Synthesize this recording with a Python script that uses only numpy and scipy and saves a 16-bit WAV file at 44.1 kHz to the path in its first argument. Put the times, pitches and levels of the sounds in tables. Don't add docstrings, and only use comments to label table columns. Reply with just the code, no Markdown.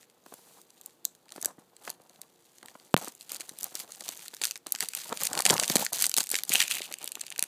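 import sys
import numpy as np
from scipy import signal
from scipy.fft import rfft, irfft, next_fast_len
from scipy.io import wavfile
from scipy.ndimage import uniform_filter1d

SR = 44100
rng = np.random.default_rng(int(sys.argv[2]) if len(sys.argv) > 2 else 0)


def wav_record(signal):
    frames = np.transpose(np.atleast_2d(signal))
    bounded = np.clip(frames, -1, 1)
    quanta = np.round(bounded * 32767).astype(np.int16)
    wavfile.write(sys.argv[1], SR, quanta)


N = 329427


def from_db(db):
    return 10 ** (np.asarray(db) / 20)


def rms_one(x):
    return x / np.sqrt(np.mean(x ** 2) + 1e-20)


def seconds():
    return np.arange(N) / SR


def coloured(x, spectrum):
    size = next_fast_len(N)
    bin_hz = np.maximum(np.arange(size // 2 + 1) * SR / size, 1)
    table_hz, table_db = np.transpose(spectrum)
    gain = from_db(np.interp(np.log(bin_hz), np.log(table_hz), table_db))
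    return rms_one(irfft(rfft(x, size) * gain, size)[:N])


def drift(rate_hz):
    pole = np.exp(-2 * np.pi * rate_hz / SR)
    noise = rng.standard_normal(N + SR)
    return rms_one(signal.lfilter([1], [1, -2 * pole, pole * pole], noise)[SR:])


def resonance(x, hz, width_hz):
    return signal.lfilter(*signal.iirpeak(hz, hz / width_hz, fs=SR), x)


def band_pass(x, order, low_hz, high_hz):
    return signal.sosfilt(signal.butter(order, [low_hz, high_hz], "band", fs=SR, output="sos"), x)


def add(out, start_s, burst):
    at = round(start_s * SR)
    out[at:at + len(burst)] += burst[:N - at]


# (full strength from [s], swell time of the last 20 dB [s], hold [s],
# film patter level [dB], case grip rumble level [dB]); swells under 2 ms count as 2 ms
TUGS = [(0, .04, 0.036, -57, -73), (0.26, 0.16, 0.33, -63, -64), (0.855, 0.7, 0.046, -61, -67.5),
        (1.043, -0.06, 0.019, -62, -63.5), (1.313, -0.22, 0.12, -54.5, -60),
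        (1.428, -0.02, 0.063, -52.5, -46), (1.589, 0, 0.01, -61, -54), (1.863, .07, 0.038, -46.5, -47),
        (2.187, 1.8, 0.055, -65, -64), (2.645, 0.03, 0.068, -60, -64), (2.965, 0.02, 0.014, -34.5, -41),
        (3.014, -0.05, 0.058, -42, -48), (3.292, -0.02, 0.069, -45, -56), (3.394, -0.8, 0.019, -45.5, -72),
        (3.606, .04, .06, -45, -54), (3.5, .01, .02, -57, -68), (3.743, -0.24, .07, -42, -54),
        (4.018, -0.5, .12, -44, -57.5), (4.18, 2, 0.089, -48, -57), (4.424, .01, 0.052, -37, -54),
        (4.52, 0.7, .03, -55, -72), (4.67, .008, .08, -51, -58), (4.801, -0.11, 0.043, -37.5, -48),
        (4.949, 0, .04, -36, -58), (5, .03, .05, -42, -60), (5.139, 0.2, .04, -44, -46.5),
        (5.211, 0.04, 0.054, -32.5, -43.5), (5.37, 0.1344, 0.021, -39, -38.5),
        (5.456, -0.03, 0.015, -25.5, -30), (5.5, .01, .03, -29, -28), (5.56, .03, .08, -37, -45),
        (5.701, 0.14, 0.13, -33, -42), (5.922, -0.06, .13, -32, -43), (6.169, -0.04, 0.041, -30, -46.5),
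        (6.313, -0.75, 0.071, -34, -53), (6.53, .05, 0.088, -27.5, -40), (6.66, .02, .02, -42, -56),
        (6.705, .02, .065, -33, -47), (6.8, .01, .06, -40, -55), (6.897, 1.2, 0.047, -49.5, -58),
        (7.01, -0.06, 0.045, -48.5, -52.5), (7.14, 2.5, 0.19, -57, -60.5), (7.413, 0.15, .07, -56, -55.5)]
# (time [s], patter level [dB])
STIR = [(0, -71), (2.85, -74), (3.3, -63), (3.86, -68), (4.0, -51), (4.5, -59), (4.6, -74), (4.655, -74),
        (4.7, -55), (5.3, -41.5), (6.3, -55), (6.8, -57), (7.47, -61)]
STIR_GRIP_DB = -20.5
RELEASE_DB_PER_S = 380


def effort():
    t = np.arange(0, N + 64, 64) / SR
    start_s, swell_s, hold_s, patter_db, grip_db = np.transpose(TUGS)[:, :, None]
    rise_db = -20 * np.maximum(start_s - t, 0) / np.maximum(swell_s, .002)
    shape_db = rise_db - RELEASE_DB_PER_S * np.maximum(t - start_s - hold_s, 0)
    stir_db = np.interp(seconds(), *np.transpose(STIR))

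    def loudest(tug_db, rest_db):
        tugs_db = np.interp(seconds(), t, (tug_db + shape_db).max(axis=0))
        return np.maximum(tugs_db, rest_db)

    return loudest(patter_db, stir_db), loudest(grip_db, stir_db + STIR_GRIP_DB)


# (frequency [Hz], relative density [dB per Hz])
FILM = [(500, -8.5), (1200, -1.5), (2500, 1.5), (5000, 6.5), (9000, 6), (14000, 2.5), (16000, 3.5)]
CREASES_PER_S, CLUMP_DB, CLUMP_HZ = 1100, 3.0, 30
PUFF_T60_S, SLIDE_DB = 0.0066, -18.0


def patter(level_db):
    born = rng.random(N) < CREASES_PER_S * from_db(CLUMP_DB * drift(CLUMP_HZ)) / SR
    sizes = from_db(3.2 * np.minimum(rng.exponential(1, N), 4))
    fade = from_db(-60 / (PUFF_T60_S * SR))
    folds = rng.integers(0, 6, N)
    puffs = 0
    for k, hz in enumerate(np.geomspace(1800, 13000, 6)):
        envelope = signal.lfilter([1], [1, -fade], born * sizes * (folds == k))
        puff = envelope * rng.standard_normal(N)
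        ring = resonance(puff, hz, hz / 1.3)
        puffs = puffs + 1.15 * puff + 2 * np.sqrt(6000 / hz) * ring
    slide = from_db(SLIDE_DB) * rng.standard_normal(N)
    return from_db(level_db) * coloured(rms_one(puffs) + slide, FILM)


# (frequency [Hz], relative density [dB per Hz])
CASE = [(60, -4), (170, -2), (350, -3), (800, 5.5), (1600, -6.5), (3500, -33)]
LUMP_DB, LUMP_HZ = 5.6, 37


def grip(level_db):
    lumps = from_db(LUMP_DB * drift(LUMP_HZ))
    return from_db(level_db) * coloured(lumps * rng.standard_normal(N), CASE)


# (frequency [Hz], relative density [dB per Hz])
ROOM_TONE = [(40, -0.5), (130, -6.5), (300, -5.5), (520, -7), (700, -6), (1100, -11), (2400, -19.5),
             (3500, -16.5), (9000, -24.5), (15000, -21.5)]
ROOM_TONE_DB = -66.5
# (frequency [Hz], width [Hz], rms level [dB])
ROOM_HUM = [(355, 25, -76), (470, 30, -74)]


def room_tone():
    out = from_db(ROOM_TONE_DB) * coloured(rng.standard_normal(N), ROOM_TONE)
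    for hz, width_hz, level_db in ROOM_HUM:
        out += from_db(level_db) * rms_one(resonance(rng.standard_normal(N), hz, width_hz))
    return out


SNAP_RISE_S, BURST_SAMPLES = 0.00035, 500
SNAP_LEAD_S = 4 * SNAP_RISE_S


def fold_bursts(count, low_hz, high_hz, t60_s):
    t = np.arange(BURST_SAMPLES) / SR - SNAP_LEAD_S
    ring_spread = from_db(rng.normal(0, 2.8, (count, 1)))
    creep = np.exp(2.02 * t / SNAP_RISE_S)
    decay = from_db(-60 * t / (t60_s * ring_spread))
    pitch, phase = rng.random((2, count, 1))
    mode_hz = low_hz * (high_hz / low_hz) ** pitch
    mode = np.sin(2 * np.pi * (mode_hz * t + phase))
    noise = rng.standard_normal((count, BURST_SAMPLES))
    shake = (noise + .35 * mode) * np.where(t < 0, creep, decay)
    band = band_pass(shake, 3, low_hz, high_hz)
    return band / np.abs(band).max(axis=1, keepdims=True)


# (peak time [s], peak of the middle folds [dB], brightness of fine over broad folds [dB])
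SNAPS = [(0.03, -42.5, -11), (0.0993, -46.5, -3), (0.2628, -40, 10), (0.3396, -31, 13), (0.6156, -41, 16),
         (0.7036, -41.5, 7), (0.8126, -36, 16), (0.8605, -32.5, 30), (1.046, -36.5, 6), (1.0523, -12, 23.5),
         (1.1507, -40.5, 5), (1.2565, -49, -6), (1.283, -46, -14), (1.2919, -39.5, -10), (1.3047, -40, 2),
         (1.3212, -26, 5), (1.362, -30, 7), (1.4144, -27, 14), (1.4266, -19, 11), (1.447, -17, 9),
         (1.4577, -10.5, 17.5), (1.766, -37, 1), (1.8518, -33.5, 5), (1.8778, -34, -15), (1.8949, -25.5, 4),
         (1.9018, -21, 20), (2.0175, -49, 15), (2.096, -40, 3), (2.1597, -46, -12), (2.2159, -29, 17),
         (2.5837, -38, 5), (2.6288, -36.5, -6), (2.6592, -30, 1), (2.684, -35.5, -15), (2.7988, -46, -22),
         (3.0461, -26, 15), (3.0827, -27, 19), (3.1216, -39, 18), (3.1509, -37.5, 11), (3.21, -29, 5),
         (3.2188, -36, 5), (3.2272, -37, 5), (3.2945, -27, -2), (3.3186, -17.5, 11), (3.346, -22, 13),
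         (3.3612, -26, -2.5), (3.3664, -25, 11), (3.3995, -29.5, 0.5), (3.4074, -21.5, 1.5),
         (3.4148, -31, -13), (3.4926, -26, 8), (3.4988, -35, -4), (3.5873, -27.5, 19), (3.6096, -25, 9),
         (3.6312, -21, 19), (3.6424, -23, 35.5), (3.7532, -17, 6), (3.7998, -23, 11), (3.8763, -49, -6),
         (3.9205, -26.5, 2), (3.949, -33, -2), (4.0077, -24, 2), (4.0811, -24.5, 1), (4.0895, -15.5, 8),
         (4.174, -32, 16), (4.193, -31, 0), (4.26, -34, 0), (4.2815, -23.5, 1), (4.3396, -29, -6),
         (4.347, -28.5, 6), (4.367, -29, 1), (4.416, -19, -11), (4.419, -18.5, 10), (4.4373, -11, -10),
         (4.4435, -11.5, 7), (4.4532, -9, -3), (4.4707, -21, 2), (4.5104, -16, 7.5), (4.519, -27, 3),
         (4.5571, -25.5, -9), (4.5655, -32, -1), (4.576, -28, 10), (4.663, -43, -26), (4.6683, -19.5, -3.5),
         (4.7218, -15, 24), (4.7502, -20, -8), (4.7597, -23, -8), (4.7868, -29.5, -1), (4.8059, -9, 5),
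         (4.8255, -17.5, -9), (4.8869, -19, 16), (4.935, -23, -7), (4.9502, -15, 14), (5.0791, -32, 11),
         (5.093, -25, 5), (5.1267, -20, -8), (5.1728, -22, -9), (5.2159, -18, 1), (5.2348, -13, 20),
         (5.2532, -12.5, 11), (5.2696, -13.5, 6), (5.3315, -15, 0), (5.352, -17, -5), (5.376, -15, -7),
         (5.3906, -11.5, -6), (5.405, -11.5, 5), (5.4214, -14, 6), (5.4532, -2.5, 1), (5.4636, -4, -13),
         (5.4744, -18, 4), (5.4926, -10, 14), (5.4996, -6.5, -20), (5.5059, -2, 1), (5.54, -13.5, 14),
         (5.566, -18, -11), (5.58, -12, -8), (5.598, -7.5, -4), (5.6284, -14, -4), (5.6351, -12.5, -15),
         (5.6428, -18, -8), (5.6594, -26, 10), (5.679, -13.5, 8), (5.699, -10.5, -2), (5.756, -2.5, 8.5),
         (5.7599, -5, 6), (5.7672, -8, 1), (5.8498, -16, 17), (5.8559, -24, 14), (5.8647, -13, -12),
         (5.9319, -14, 14), (6.0032, -16, 8), (6.0116, -16, 11), (6.023, -7.5, 12), (6.0414, -8.5, -5.5),
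         (6.056, -12, 14), (6.0662, -10.5, 24), (6.095, -16.5, 15), (6.1151, -17, 10), (6.1409, -9.5, 2.5),
         (6.1666, -10, 11), (6.1758, -8.5, 10), (6.183, -6, 8), (6.2051, -8.5, 0), (6.2315, -22, 11),
         (6.2394, -23, 15), (6.261, -32, 10), (6.2702, -21.5, 0), (6.2918, -20, 9), (6.3024, -20, 20),
         (6.315, -14, 22), (6.3207, -23, 5), (6.3294, -22, 2), (6.3429, -11, -9), (6.354, -13.5, -15),
         (6.364, -16, 4), (6.3877, -15.5, -3), (6.4354, -14, 11), (6.4512, -31, 15), (6.4936, -14, 17),
         (6.5, -25, 19), (6.5195, -13.5, 1), (6.5261, -18, 7), (6.5376, -12, 26), (6.5551, -9.5, -13.5),
         (6.6029, -7, -12), (6.6165, -11.5, -11), (6.6239, -11, 1), (6.638, -19, 3), (6.6797, -20, 4),
         (6.7028, -23, 7), (6.7114, -11.5, 0), (6.7947, -29, -6), (6.8183, -21.5, -11), (6.9157, -32, -9),
         (6.9249, -23, 17), (6.94, -20, 1), (6.9858, -32, 15.5), (7.016, -35.5, -2), (7.028, -32, 12),
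         (7.043, -24.5, 24), (7.058, -30.5, 20), (7.0764, -19.5, 4), (7.0905, -34, 12), (7.119, -23.5, 17),
         (7.1539, -24, 7), (7.1958, -32, 8), (7.2093, -26, 8), (7.213, -19.5, 13), (7.2367, -34, -1),
         (7.266, -26, 0), (7.281, -36.5, -15), (7.3033, -25.5, 17), (7.3169, -33, -15), (7.3231, -27.5, -7),
         (7.361, -27.5, -4), (7.3797, -28, 17), (7.393, -12, 7), (7.406, -33, 9), (7.4259, -6.5, 13),
         (7.4386, -20, 7)]
BROAD_DB, FINE_DB = -6, -6


def snaps():
    peak_s, peak_db, bright_db = np.transpose(SNAPS)[:, :, None]
    count = len(peak_s)
    broad = fold_bursts(count, 1390, 5800, 0.0092) * from_db(BROAD_DB - bright_db / 2)
    middle = fold_bursts(count, 4020, 9700, 0.0066)
    fine = fold_bursts(count, 6900, 14870, 0.004) * from_db(FINE_DB + bright_db / 2)
    bursts = from_db(peak_db) * (broad + middle + fine)
    out = np.zeros(N)
    for at_s, burst in zip(peak_s[:, 0], bursts):
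        add(out, at_s - SNAP_LEAD_S, burst)
    return out


ROOM_T60_S, WALL_CUT_HZ, ROOM_DB = 0.19, 8000, -23


def room(x):
    t = np.arange(round(.4 * SR)) / SR
    onset = np.clip(t / 0.0051, 0, 1)
    tail = rng.standard_normal(len(t)) * from_db(-60 * t / ROOM_T60_S) * onset
    tail = signal.lfilter(*signal.butter(1, WALL_CUT_HZ, fs=SR), tail)
    return from_db(ROOM_DB) * signal.fftconvolve(x, tail / np.sqrt(np.sum(tail ** 2)))[:N]


# (start [s], end [s], level [dB])
STROKE = (0.26, 0.63, -59)
STROKE_EDGE_S = .05


def stroke():
    start_s, end_s, level_db = STROKE
    t = seconds()
    touch = np.clip(np.minimum(t - start_s, end_s - t) / STROKE_EDGE_S + .5, 0, 1)
    return from_db(level_db) * touch * coloured(rng.standard_normal(N), FILM)


# (peak time [s], peak level [dB], centre frequency [Hz])
THUDS = [(0.266, -40.5, 690), (0.327, -34.5, 484), (0.341, -40, 540), (1.363, -33, 634),
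         (1.383, -32.5, 580), (1.461, -29, 560), (1.509, -40, 600), (1.586, -42.5, 320), (1.88, -26, 900),
         (2.004, -45, 432), (2.633, -40.5, 650), (2.659, -44.5, 526), (2.757, -36, 670),
         (3.079, -29.5, 640), (3.32, -37.5, 730), (3.406, -40.5, 627), (3.493, -43.5, 713),
         (3.517, -44, 208), (3.724, -43, 567), (3.753, -37.5, 467), (3.949, -56, 630), (4.023, -40, 643),
         (4.093, -34, 506), (4.339, -37.5, 820), (4.418, -30.5, 790), (4.562, -47, 413),
         (4.669, -33.5, 577), (4.747, -37.5, 478), (5.129, -20, 624), (5.404, -18.5, 705),
         (5.508, -13.5, 430), (5.629, -23.5, 435), (5.705, -21, 376), (5.76, -13, 404), (5.813, -27.5, 308),
         (5.828, -23, 520), (6.184, -22.5, 730), (6.318, -37, 462), (6.341, -28, 480), (6.505, -31, 337),
         (6.555, -25, 640), (6.809, -30, 318), (7.018, -40, 744), (7.043, -40, 684), (7.079, -43, 640),
         (7.174, -36.5, 640), (7.318, -40, 810), (7.392, -30, 820), (7.428, -38, 383)]


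def thuds():
    out = np.zeros(N)
    t = np.arange(1800) / SR
    swell = t / .003 * np.exp(-t / 0.0018)
    pushes = rng.standard_normal((len(THUDS), 1800)) * swell
    for (peak_s, peak_db, hz), push in zip(THUDS, pushes):
        wall = band_pass(push, 2, hz / 2.46, hz * 1.92)
        add(out, peak_s - .005, from_db(peak_db) * wall / np.abs(wall).max())
    return out


# (time [s], signed height, push length [s],
# crack level before smoothing [dB])
KNOCKS = [(2.94205, -1.25, .00065, -7), (2.9660, .8, .00016, -13)]


def knocks():
    out = np.zeros(N)
    t = np.arange(200) / SR
    for at_s, height, length_s, crack_db in KNOCKS:
        add(out, at_s, height * np.sin(np.pi * np.clip(t / length_s, 0, 1)))
        crack = uniform_filter1d(rng.standard_normal(200), size=2)
        add(out, at_s - .0002, from_db(crack_db - 60 * t / .003) * crack)
    return out


# (start [s], end [s])
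DROPOUT_S = (2.9455, 2.9655)


def drop_out(x):
    start_s, end_s = DROPOUT_S
    x[round(start_s * SR):round(end_s * SR)] = 0
    return x


# (start [s], end [s], frequency [Hz], width [Hz], boost [dB])
POCKET = (6.51, 7.6, 2680, 630, 9)


def cupped(film):
    start_s, end_s, hz, width_hz, boost_db = POCKET
    t = seconds()
    held = (t > start_s) & (t < end_s)
    return film + (from_db(boost_db) - 1) * resonance(film * held, hz, width_hz)


def scene():
    patter_db, grip_db = effort()
    film = cupped(snaps() + patter(patter_db)) + stroke()
    close = film + thuds() + grip(grip_db)
    air = drop_out(close + room(close) + room_tone())
    return (air + knocks())[None]


# (frequency [Hz], width [Hz], gain [dB])
PORT = [(4900, 730, 2), (5230, 1420, -7)]
MIC_LOW_HZ, MIC_LOW_Q = 165, 1.6
OVERLOAD = .95
TOP_SHELF_HZ, CUTOFF_HZ = 15000, 16500


def record(dry):
    w = 2 * np.pi * MIC_LOW_HZ
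    x = signal.lfilter(*signal.bilinear([1, 0, 0], [1, w / MIC_LOW_Q, w * w], SR), dry)
    for hz, width_hz, gain_db in PORT:
        x = x + (from_db(gain_db) - 1) * resonance(x, hz, width_hz)
    x = OVERLOAD * np.tanh(x / OVERLOAD)
    x = signal.sosfilt(signal.ellip(4, 1, 18, TOP_SHELF_HZ, fs=SR, output="sos"), x)
    return signal.sosfilt(signal.ellip(12, 1, 85, CUTOFF_HZ, fs=SR, output="sos"), x)


dry = scene()
out = record(dry)
wav_record(out)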